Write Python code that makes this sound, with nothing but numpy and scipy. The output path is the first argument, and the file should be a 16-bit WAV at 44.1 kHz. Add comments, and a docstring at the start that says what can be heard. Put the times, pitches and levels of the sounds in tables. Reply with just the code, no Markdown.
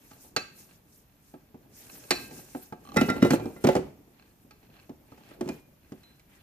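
"""Spatula in a steel bowl

A spatula knocks and scrapes in a steel bowl that sits on a hollow mixer stand in a small kitchen.
Knocks and clangs are sums of decaying modes of stand, seat and wall, with noise bursts at contact.
Creaks and pings ring a few modes as the bowl is tilted; crumbs tick into the damped wall.
Flour and dough swish as the spatula strokes or the bowl bumps and slides; with the rumble of the
stand and the room air, these are noise shaped in half-octave bands.
"""
import sys
import numpy as np
from scipy import signal
from scipy.fft import rfft, irfft, next_fast_len
from scipy.io import wavfile

SR = 44100
rng = np.random.default_rng(int(sys.argv[2]) if len(sys.argv) > 2 else 0)


def ratio_of_db(decibels):
    """Turn decibels (scalar or array-like) into linear amplitude factors; 0 dB maps to 1."""
    return 10 ** (np.asarray(decibels, float) / 20)


def to_wav(sig):
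    """Store sig (one row per channel, or 1-D mono) as 16-bit WAV at the path in sys.argv[1].

    Samples outside -1..1 are clipped; the rate is SR.
    """
    pcm = np.clip(np.atleast_2d(sig), -1, 1) * 32767
    pcm = np.round(pcm).astype(np.int16)
    wavfile.write(sys.argv[1], SR, pcm.T)  # frames by channels


N = 283122  # length in samples

# bumps that shake the stand: (t/s, level/dB, pitch favoured by the struck spot f/Hz,
# knuckle part relative level/dB, treble part relative level/dB)
STAND_KNOCKS = [(0.112, -44, 215, -6, -7), (0.246, -54, 285, 4, -20), (0.363, -23, 497, -1, 0),
                (1.339, -35, 273, -7, -30), (1.543, -34.5, 220, -13, -46), (2.107, -16.5, 570, 0.5, 1.5),
                (2.112, -22.5, 323, -21, -13), (2.31, -27.5, 140, -11, -22), (2.388, -35, 144.6, -12, -19),
                (2.548, -25.5, 283, -5, -34), (2.724, -30, 240, -3.5, -23), (2.942, -34, 274, -3, -11),
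                (2.961, -20, 554, -20, -14), (2.968, -5.5, 205, -18, -16.5), (3.011, -9.5, 229, -12, -14),
                (3.084, -20, 228.5, -6, -22), (3.099, -16, 242, -22, -12), (3.163, -22, 254, -11.5, -28),
                (3.225, -4.5, 220.8, -25, -22), (3.248, -8.5, 363, -24.5, -26),
                (3.306, -7.5, 216, -21.5, -15), (3.333, -8, 379, -13, -25), (3.398, -29.5, 380, 0, -16),
                (3.456, -22, 372, -14, -24.5), (3.562, -32.5, 276, -27, -31), (3.64, -12, 414, -19, -18.5),
                (3.645, -10, 257, -26, -22.5), (3.669, -10.5, 286, -23, -13.5), (3.688, -9.5, 537, -9, -19),
                (3.752, -11, 522, -9, -19), (3.763, -13, 369, -18, -22), (3.789, -25.5, 373, -27, -35),
                (3.865, -38.5, 381, -19, -31), (4.075, -49.5, 310, -16, -25.5),
                (4.448, -51, 262, -22, -24.5), (4.508, -55.5, 148, -4, 3.5), (4.628, -51.5, 253, -19, -16),
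                (4.689, -36, 130, -23, -36), (4.893, -31, 270, -16, -25), (5.055, -59.5, 231, -16.5, -24.5),
                (5.12, -41, 266, -8, -23), (5.178, -44, 147, -4, -15), (5.208, -48, 258, -6, -20),
                (5.309, -42, 275, -13, -15), (5.409, -18.5, 361, -39, -19.5), (5.458, -27.5, 248, -24, -31),
                (5.476, -31, 347, -11, -14), (5.488, -21, 213, -11.5, -14), (5.528, -43.5, 132.4, -19, -20),
                (5.92, -30.5, 273, -18, -20), (6.032, -56, 199, -17.5, 1.5), (6.195, -54, 132.8, -12, 0.5)]
THUD_DB, BELOW_DB_PER_OCTAVE, ABOVE_DB_PER_OCTAVE = -0.5, 8.5, 16.5  # fall away from the favoured pitch
KNUCKLE_HZ, KNUCKLE_DB, KNUCKLE_DB_PER_OCTAVE = 820, 3, 23.5  # upper modes, woken by a small hard contact
HARD_DB, HARD_DB_PER_OCTAVE = -2.5, 1  # treble part; its slope above 2 kHz


def knock_levels(hz):
    """Contact spectrum: each knock excites a thud round its favoured pitch, a knuckle and a treble part."""
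    s, db, spot_hz, knuckle_db, hard_db = np.transpose(STAND_KNOCKS)[:, :, None]
    hz = np.array(hz)
    octaves = np.log2(hz / spot_hz)
    thud_db = THUD_DB + np.minimum(BELOW_DB_PER_OCTAVE * octaves, -ABOVE_DB_PER_OCTAVE * octaves)
    treble = np.log2(hz / 2000)
    dull_db = -24 * np.maximum(treble + 1, 0)  # the thud falls off above 1 kHz
    knuckle_db = KNUCKLE_DB + knuckle_db - KNUCKLE_DB_PER_OCTAVE * np.abs(np.log2(hz / KNUCKLE_HZ))
    bright_db = HARD_DB + hard_db + np.minimum(12 * treble, HARD_DB_PER_OCTAVE * treble)
    power = ratio_of_db(2 * (thud_db + dull_db)) + ratio_of_db(2 * knuckle_db) + ratio_of_db(2 * bright_db)
    return db + 10 * np.log10(power)


# modes of the hollow stand: (f/Hz, level/dB, decay time t60/s)
STAND_MODES = [(111, -26.5, 0.48), (152.8, -11, 0.16), (207, -14.5, 0.11), (216, -2.5, 0.1),
               (248.3, -3, 0.1), (283, -3.5, 0.1), (320.7, -9, 0.045), (363.8, -2.5, 0.15),
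               (422, -13.5, 0.071), (482.8, -7.5, 0.13), (548, -5, 0.076), (567, -7.5, 0.056),
               (645, -6.5, 0.075), (739.5, -11.5, 0.16), (849, -4, 0.059)]


def knocks():
    """Modal superposition: each knock rings the hollow stand and adds a burst of contact noise."""
    pitches_hz = np.geomspace(100, 12800, 29)
    times, levels = np.array(STAND_KNOCKS)[:, 0], knock_levels(pitches_hz)
    free = np.ones(len(times))
    stand = strike(times, levels, free, pitches_hz, STAND_MODES, spread_db=2.0, detune=0.018)
    return stand + crack(times, levels, pitches_hz)


# noise bands of the contact itself: (lower f/Hz, upper f/Hz, level/dB, decay time t60/s)
CONTACT_BANDS = [(114, 573, -7.5, 0.087), (427, 1280, -6.5, 0.02), (1150, 2880, -1, 0.073),
                 (3530, 7700, -3, 0.034), (8800, 14800, -9, 0.0089)]


def crack(times, levels, pitches_hz):
    """Impact noise: every contact adds a short, exponentially dying burst in each band."""
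    out = 0
    for low, high, level_db, t60 in CONTACT_BANDS:
        centre = np.log(low * high) / 2
        strength_db = np.array([np.interp(centre, np.log(pitches_hz), row) for row in levels])
        touch = clicks(times, ratio_of_db(strength_db + level_db))
        # the contact spreads over a millisecond
        dying = (ring(touch, 0, t60) - ring(touch, 0, 0.0045)).imag
        noise = band(dying * rng.standard_normal(N), low, high)
        out = out + noise * np.sqrt(SR / 2 / (high - low))
    return out


# metal on metal, the bowl's foot against its seat: (t/s, level/dB)
SEAT_CLANKS = [(2.9638, -27), (2.9695, -15.5), (3.0101, -26.5), (3.0905, -23.5), (3.1003, -27.5),
               (3.2209, -23), (3.25, -31), (3.3056, -31), (3.333, -45), (3.5637, -50), (3.6405, -34),
               (3.691, -32)]
# modes of the seat: (f/Hz, relative level/dB, decay time t60/s)
SEAT_MODES = [(1355, -9.5, 0.096), (1380, -3.5, 0.18), (1823, -11.5, 0.18), (1990, -9, 0.1),
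              (2034, -7, 0.15), (3800, -21, 0.22), (4000, -32.5, 0.13), (5450, -20.5, 0.11)]


def clanks():
    """Impact excitation: the bowl's foot strikes its seat and rings the seat's modes."""
    times, level_db = np.transpose(SEAT_CLANKS)
    free = np.ones(len(times))
    return strike(times, level_db[:, None], free, [2000], SEAT_MODES, spread_db=2.5, detune=0.0038)


# strikes that leave the wall ringing: (t/s, low ring level/dB, high ring level/dB, share of free ring time)
WALL_STRIKES = [(0.111, -48, -68, 0.87), (0.364, -19, -20.5, 0.4), (1.339, -51.5, -71, 1),
                (2.107, -22.5, -19, 0.64), (2.549, -39.5, -63, 0.56), (2.724, -35, -59, 0.46),
                (2.971, -18.5, -45, 0.76), (3.009, -40.5, -71, 0.76), (3.089, -27, -39.5, 0.43),
                (3.304, -26, -34, 0.57), (4.508, -48.5, -58, 0.89), (5.123, -42, -80.5, 0.33),
                (5.312, -47, -66, 0.56)]
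# modes of the free bowl wall: (f/Hz, relative level/dB, free decay time t60/s)
WALL_MODES = [(453, -13.5, 0.15), (620, -10.5, 0.095), (845, -6, 0.15), (1177, -14.5, 0.25),
              (1301, -3, 0.11), (1590, -24.5, 1.3), (1618, -7, 0.1), (2376, -8, .15), (2587, -21.5, 0.98),
              (2610, -17, 0.51), (2750, -18, 0.2), (4123, -16, 0.53), (4235, -12.5, 0.28), (4290, -16, .2),
              (4050, -15.5, .3), (4530, 1, 0.081), (4660, -17, 0.213), (5510, -21.5, 0.33),
              (5460, -17, 0.23), (5900, -34, .2), (6630, -14, .15), (7300, -35, 0.27)]


def clangs():
    """Damped shell vibration: the wall rings as long as the hand lets it."""
    times, low_db, high_db, free = np.transpose(WALL_STRIKES)
    levels, free = np.transpose([low_db, high_db]), np.clip(free, .1, 2)
    wall = strike(times, levels, free, [1200, 4000], WALL_MODES, spread_db=0.0, detune=0.0024)
    return wall + ratio_of_db(-5) * crack(times, levels, [500, 4000])


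# single modes of the bowl left singing after a contact: (t/s, level/dB, f/Hz, decay time t60/s)
SINGING_MODES = [(2.971, -34.5, 2600, 0.54), (3.09, -42, 2600, 0.33), (3.012, -36.5, 2913, 0.19),
                 (3.223, -34, 2916, 0.17), (3.40, -50.5, 2397, 0.38), (5.491, -42.5, 2430, 0.19),
                 (6.035, -58, 4050, 0.39)]


def pings():
    """Free oscillation: one lightly damped mode of the bowl sings on after a contact."""
    return sum(ring(clicks([s], ratio_of_db(db)), hz, t60).real for s, db, hz, t60 in SINGING_MODES)


# slips of the bowl in its seat: (t/s, relative level/dB)
SEAT_SLIPS = [(2.8522, -49.5), (2.8736, -47), (2.89, -44.5), (2.9196, -41)]
# modes that a slip rings: (f/Hz, relative level/dB, decay time t60/s)
SLIP_MODES = [(817, -10, 0.11), (1154, -0.5, 0.043), (3140, -11, 0.02), (4100, -12, 0.025),
              (5760, -8.5, 0.0053)]


def creaks():
    """Slip excitation: each slip of the bowl in its seat is an impulse that rings a few modes."""
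    times, levels = np.transpose(SEAT_SLIPS)
    return sum(ring(clicks(times, ratio_of_db(levels + db + 4)), hz, t60).real for hz, db, t60 in SLIP_MODES)


# swishes of flour and dough, from spatula strokes or from the bowl bumping and sliding:
# (middle t/s, length t/s, flour hiss level/dB, dough drag level/dB)
SWISHES = [(0.092, 0.17, -64.5, -68), (0.237, 0.1, -57, -68), (0.608, 0.09, -57.5, -67),
           (0.717, 0.11, -68.5, -66.5), (0.967, 0.11, -66, -85), (1.287, 0.092, -65.5, -80),
           (1.789, 0.076, -57.5, -66), (1.913, 0.23, -55, -58.5), (2.177, 0.2, -53, -60),
           (2.372, 0.096, -55, -60), (2.548, 0.23, -57, -64), (2.907, 0.14, -67, -64.5),
           (3.026, 0.11, -51.5, -48.5), (3.172, 0.15, -59, -55), (3.26, 0.056, -50.5, -45),
           (3.334, 0.051, -46, -42), (3.5, 0.52, -65, -66.5), (3.706, 0.13, -53.5, -52.5),
           (4.21, 0.14, -80, -68), (4.646, 0.051, -82, -69), (4.781, 0.11, -75, -63),
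           (5.16, 0.11, -75.5, -65.5), (5.297, .12, -70.5, -63), (5.504, 0.14, -63.5, -61),
           (6.006, .3, -77.5, -68.5), (6.366, 0.11, -70, -64.5)]
SWISH_SQUARENESS = 2.6  # 2 = bell, higher = flat top with steep ends
REST_FLOUR_DB, REST_DRAG_DB = -79, -81.5  # hiss and drag never quite stop


def swishes():
    """Power addition: swishes that swell, hold and fade alike set the hiss and drag levels in dB."""
    t, power = np.arange(N) / SR, ratio_of_db(2 * np.array([[REST_FLOUR_DB], [REST_DRAG_DB]]))
    for middle, length, *db in SWISHES:
        shape = np.exp(-np.abs(2 * (t - middle) / length) ** SWISH_SQUARENESS)
        power = power + ratio_of_db(2 * np.array(db))[:, None] * shape
    return 10 * np.log10(power)


def crumbs(drag_db):
    """Random impulse excitation: crumbs caught in clumps tick into the middle modes of the damped wall."""
    caught = rng.random(N) < 120 * ratio_of_db(6 * drift(25)) / SR  # median 120 per second
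    size = ratio_of_db(4.5 * np.minimum(rng.exponential(1, N), 4))
    ticks = caught * size * rng.choice([-1, 1], N)
    wall = sum(ring(ticks + 1e-18, hz, .03).real for hz, db, t60 in WALL_MODES[2:13])
    return ratio_of_db(drag_db - 2.5) * rms_one(wall)


# spectrum of flour along the steel: (f/Hz, relative density level/dB per Hz)
FLOUR_SPECTRUM = [(1760, -36), (3000, -16), (4940, -6), (6480, 0), (9830, -6), (14000, -8), (14900, -2),
                  (15200, -39), (15800, -58.5)]


def flour(level_db):
    """Friction noise: flour hisses along the steel, grainy and bright, with the swishes."""
    return ratio_of_db(level_db) * banded_noise(FLOUR_SPECTRUM, patchy_db=2.6, grain_db=3.0)


# spectrum of the drag in the dough: (f/Hz, relative density level/dB per Hz)
DRAG_SPECTRUM = [(470, -49), (800, 2), (955, -11), (1260, -3), (1410, -3.5), (2500, -2), (6000, -19.5),
                 (7800, -60), (13200, -120)]


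def drag(level_db):
    """Friction noise: the drag in the dough follows the swishes, strongest in the middle band."""
    return ratio_of_db(level_db) * banded_noise(DRAG_SPECTRUM, patchy_db=2.5, grain_db=4.0)


# the hand's load on the bowl, as rumble of the stand: (t/s, level/dB)
HAND_LOAD = [(0.0, -61.5), (0.36, -59.5), (1.14, -69.5), (2.31, -53.5), (2.65, -67), (2.98, -45.5),
             (3.16, -38.5), (3.74, -56.5), (3.93, -63.5), (4.31, -65.5), (5.2, -62.5), (5.43, -51.5),
             (5.67, -66), (6.42, -68)]
SHAKE_DB, SHAKE_RISE_S, SHAKE_T60_S = -28, 0.097, 0.4  # rise is the t60 of the subtracted decay


def shaking():
    """Envelope superposition: the load of the hand plus a shudder of the stand after each knock."""
    times, levels = np.array(STAND_KNOCKS)[:, :2].T
    touch = clicks(times, ratio_of_db(levels + SHAKE_DB))
    shudder = (ring(touch, 0, SHAKE_RISE_S) - ring(touch, 0, SHAKE_T60_S)).imag
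    load_s, load_db = np.transpose(HAND_LOAD)
    return ratio_of_db(np.interp(np.arange(N) / SR, load_s, load_db)) + shudder


# spectrum of the stand's rumble: (f/Hz, relative density level/dB per Hz)
RUMBLE_SPECTRUM = [(24, -51), (40, -12), (144, -1.5), (181, -4.5), (258, -0.5), (401, -5.5), (772, -14.5),
                   (1200, -32.5), (1560, -65), (2640, -120)]


def rumble():
    """Amplitude modulation: low noise of the stand follows the hand's load and the shudders."""
    return shaking() * banded_noise(RUMBLE_SPECTRUM, patchy_db=2.5, grain_db=3.0)


# spectrum of the room air: (f/Hz, relative density level/dB per Hz)
AIR_SPECTRUM = [(12, -30), (20, -13.5), (44, 1.5), (220, -2.5), (396, -19.5), (818, -15), (967, -18),
                (2430, -21.5), (4880, -29), (7420, -26), (9270, -51.5), (14100, -16.5), (15800, -49)]


def air():
    """Stationary background noise: room air at a nearly even level."""
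    return ratio_of_db(-63) * banded_noise(AIR_SPECTRUM, patchy_db=.3, grain_db=0)


# level of the left port over the right: (f/Hz, level/dB)
PORT_LEAN = [(60, -6), (110, 1), (200, -0.5), (380, -1), (700, -3.5), (1290, -3), (2380, -2.5), (4400, -4),
             (8120, -5), (15000, 2)]
# phase by which the left port leads the right: (f/Hz, phase/rad)
PORT_LEAD = [(20, -1.9), (250, 0.46), (500, 0.79), (900, 1.55), (1460, 1.54), (2070, 1.46), (3100, 1.44),
             (4500, 1.47), (8000, 2.12), (14000, 1.4)]


def ports(x):
    """Interaural-style transfer: two microphone ports hear a near source with their own level and phase."""
    size = next_fast_len(N + 4096)
    hz = np.maximum(np.fft.rfftfreq(size, 1 / SR), 1)
    half = ratio_of_db(at_hz(PORT_LEAN, hz) / 2) * np.exp(.5j * at_hz(PORT_LEAD, hz))
    return irfft(rfft(x, size) * np.array([half, 1 / half]), size)[:, :N]


# reverberation time of the kitchen: (f/Hz, t60/s)
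REVERBERATION = [(150, 0.26), (600, 0.26), (2500, 0.51), (10000, 0.39)]


def room(x):
    """Diffuse reverberation: convolution with a dense noise tail that dies band by band."""
    t, tail = np.arange(SR * 3 // 4) / SR, 0
    edges = 60 * 2 ** np.arange(9.)
    for low, high in zip(edges, edges[1:]):
        hz = np.sqrt(low * high)
        decay = ratio_of_db(-60 * t / at_hz(REVERBERATION, hz)) * (t > .004)
        mid, side = band(rng.standard_normal((2, len(t))), low, high) * decay
        tail = tail + stereo(mid, side, hz)
    return signal.fftconvolve(x[None], tail / np.sqrt(np.sum(tail ** 2) / 2), axes=1)[:, :N]


# likeness of diffuse sound at the two ports: (f/Hz, left-right likeness)
PORT_LIKENESS = [(60, 0.92), (240, 0.88), (950, 0.12), (3770, 0), (15000, 0.042)]


def stereo(mid, side, hz):
    """Spatial coherence: independent mid and side noises are mixed to the likeness at this pitch."""
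    alike = np.clip(at_hz(PORT_LIKENESS, hz), 0, 1)
    return np.sqrt(1 + alike) * mid + np.sqrt(1 - alike) * side * [[1], [-1]]


def banded_noise(spectrum, patchy_db, grain_db):
    """Band synthesis: half-octave stereo noises, each with its own level, flicker and likeness; rms 1."""
    out, together = 0, drift(3.9)
    edges = 20 * 2 ** np.arange(0, 10.1, .5)
    white = rng.standard_normal((2, 2, N)) * ratio_of_db(grain_db * np.minimum(rng.exponential(1, N), 4))
    shaped = np.array(spectrum)[:, 0]
    for k, (low, high) in enumerate(zip(edges, edges[1:])):
        if high > shaped[0] and low < shaped[-1]:
            hz = np.sqrt(low * high)
            mid, side = band(white[k % 2], low, high)
            gain = ratio_of_db(at_hz(spectrum, hz) + patchy_db * (.7 * together + drift(15)))
            out = out + gain * stereo(mid, side, hz)
    return rms_one(out)


def strike(times, levels, free, pitches_hz, modes, spread_db, detune):
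    """Modal synthesis: each blow has its own mode strengths; hand and dough damp and detune the ring."""
    hz, level_db, t60 = np.transpose(modes)[:, :, None]
    chance, out = rng.standard_normal((len(times), 3, len(modes), 1)), np.zeros(N + SR)
    for start, row, share, (size, sign, shift) in zip(times, levels, free, chance):
        t = np.arange(int(min(np.max(t60) * share, 1) * SR)) / SR
        struck_db = np.interp(np.log(hz), np.log(pitches_hz), row)
        height = ratio_of_db(struck_db + level_db + spread_db * size) * np.sign(sign)
        swell = 1 - np.exp(-1.5 * hz * t)  # energy enters over about a cycle: low modes swell later
        decay = ratio_of_db(-60 * t / (t60 * share))
        ringing = height * swell * decay * np.sin(2 * np.pi * hz * (1 + detune * shift) * t)
        out[round(start * SR):][:len(t)] += ringing.sum(axis=0)
    return out[:N]


def ring(x, hz, t60):
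    """Damped resonator: a unit click rings a sine of height 1, as a turning arrow (complex phasor)."""
    return -1j * signal.lfilter([1], [1, -ratio_of_db(-60 / (t60 * SR)) * np.exp(2j * np.pi * hz / SR)], x)


def clicks(times, sizes):
    """Impulse excitation at the given seconds."""
    out = np.full(N, 1e-18)
    np.add.at(out, np.round(np.array(times) * SR).astype(int), sizes)
    return out


def drift(rate_hz):
    """Low-passed random fluctuation: slow chance of spread 1, drawn 100 times a second."""
    knots = rng.standard_normal(int(N / SR * 100) + 2)
    r = np.exp(-2 * np.pi * rate_hz / 100)
    slow = rms_one(signal.lfilter([1], [1, -r], knots))
    return np.interp(np.arange(N) / SR * 100, np.arange(len(knots)), slow)


def band(x, low_hz, high_hz):
    """Band-pass filtering with a Butterworth response."""
    return signal.sosfilt(signal.butter(2, [low_hz, min(high_hz, .45 * SR)], "band", fs=SR, output="sos"), x)


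def at_hz(points, hz):
    """Interpolation of a table on a logarithmic frequency axis."""
    table = np.array(points)
    return np.interp(np.log(hz), np.log(np.maximum(table[:, 0], 1)), table[:, 1])


def rms_one(x):
    """Power normalisation: scale to unit mean square."""
    return x / np.sqrt(np.mean(x ** 2) + 1e-20)


def scene():
    """Superposition: blows reach the ports directly and by the room, over swishes, rumble and air."""
    flour_db, drag_db = swishes()
    blows = knocks() + clanks() + clangs() + pings() + creaks() + crumbs(drag_db)
    direct, reverberant = ports(blows), ratio_of_db(-13) * room(blows)
    return direct + reverberant + flour(flour_db) + drag(drag_db) + rumble() + air()


def low_pass(x):
    """Removes everything above the highest recorded frequency."""
    return signal.sosfilt(signal.butter(12, 15910, fs=SR, output="sos"), x)


PORT_HZ, PORT_WIDTH_HZ, PORT_DB = 14050, 3100, 6.5  # resonance added to the plain sound
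TOP_HZ = 14650  # edge of the top cut


def record(dry):
    """Port resonance: a small stereo microphone peaks just under a steep elliptic top cut."""
    peak = signal.lfilter(*signal.iirpeak(PORT_HZ, PORT_HZ / PORT_WIDTH_HZ, fs=SR), dry)
    top_cut = signal.ellip(6, .5, 22, TOP_HZ, fs=SR, output="sos")
    mix = signal.sosfilt(top_cut, dry + ratio_of_db(PORT_DB) * peak)
    return low_pass(mix)


dry = scene()
out = record(dry)
to_wav(out)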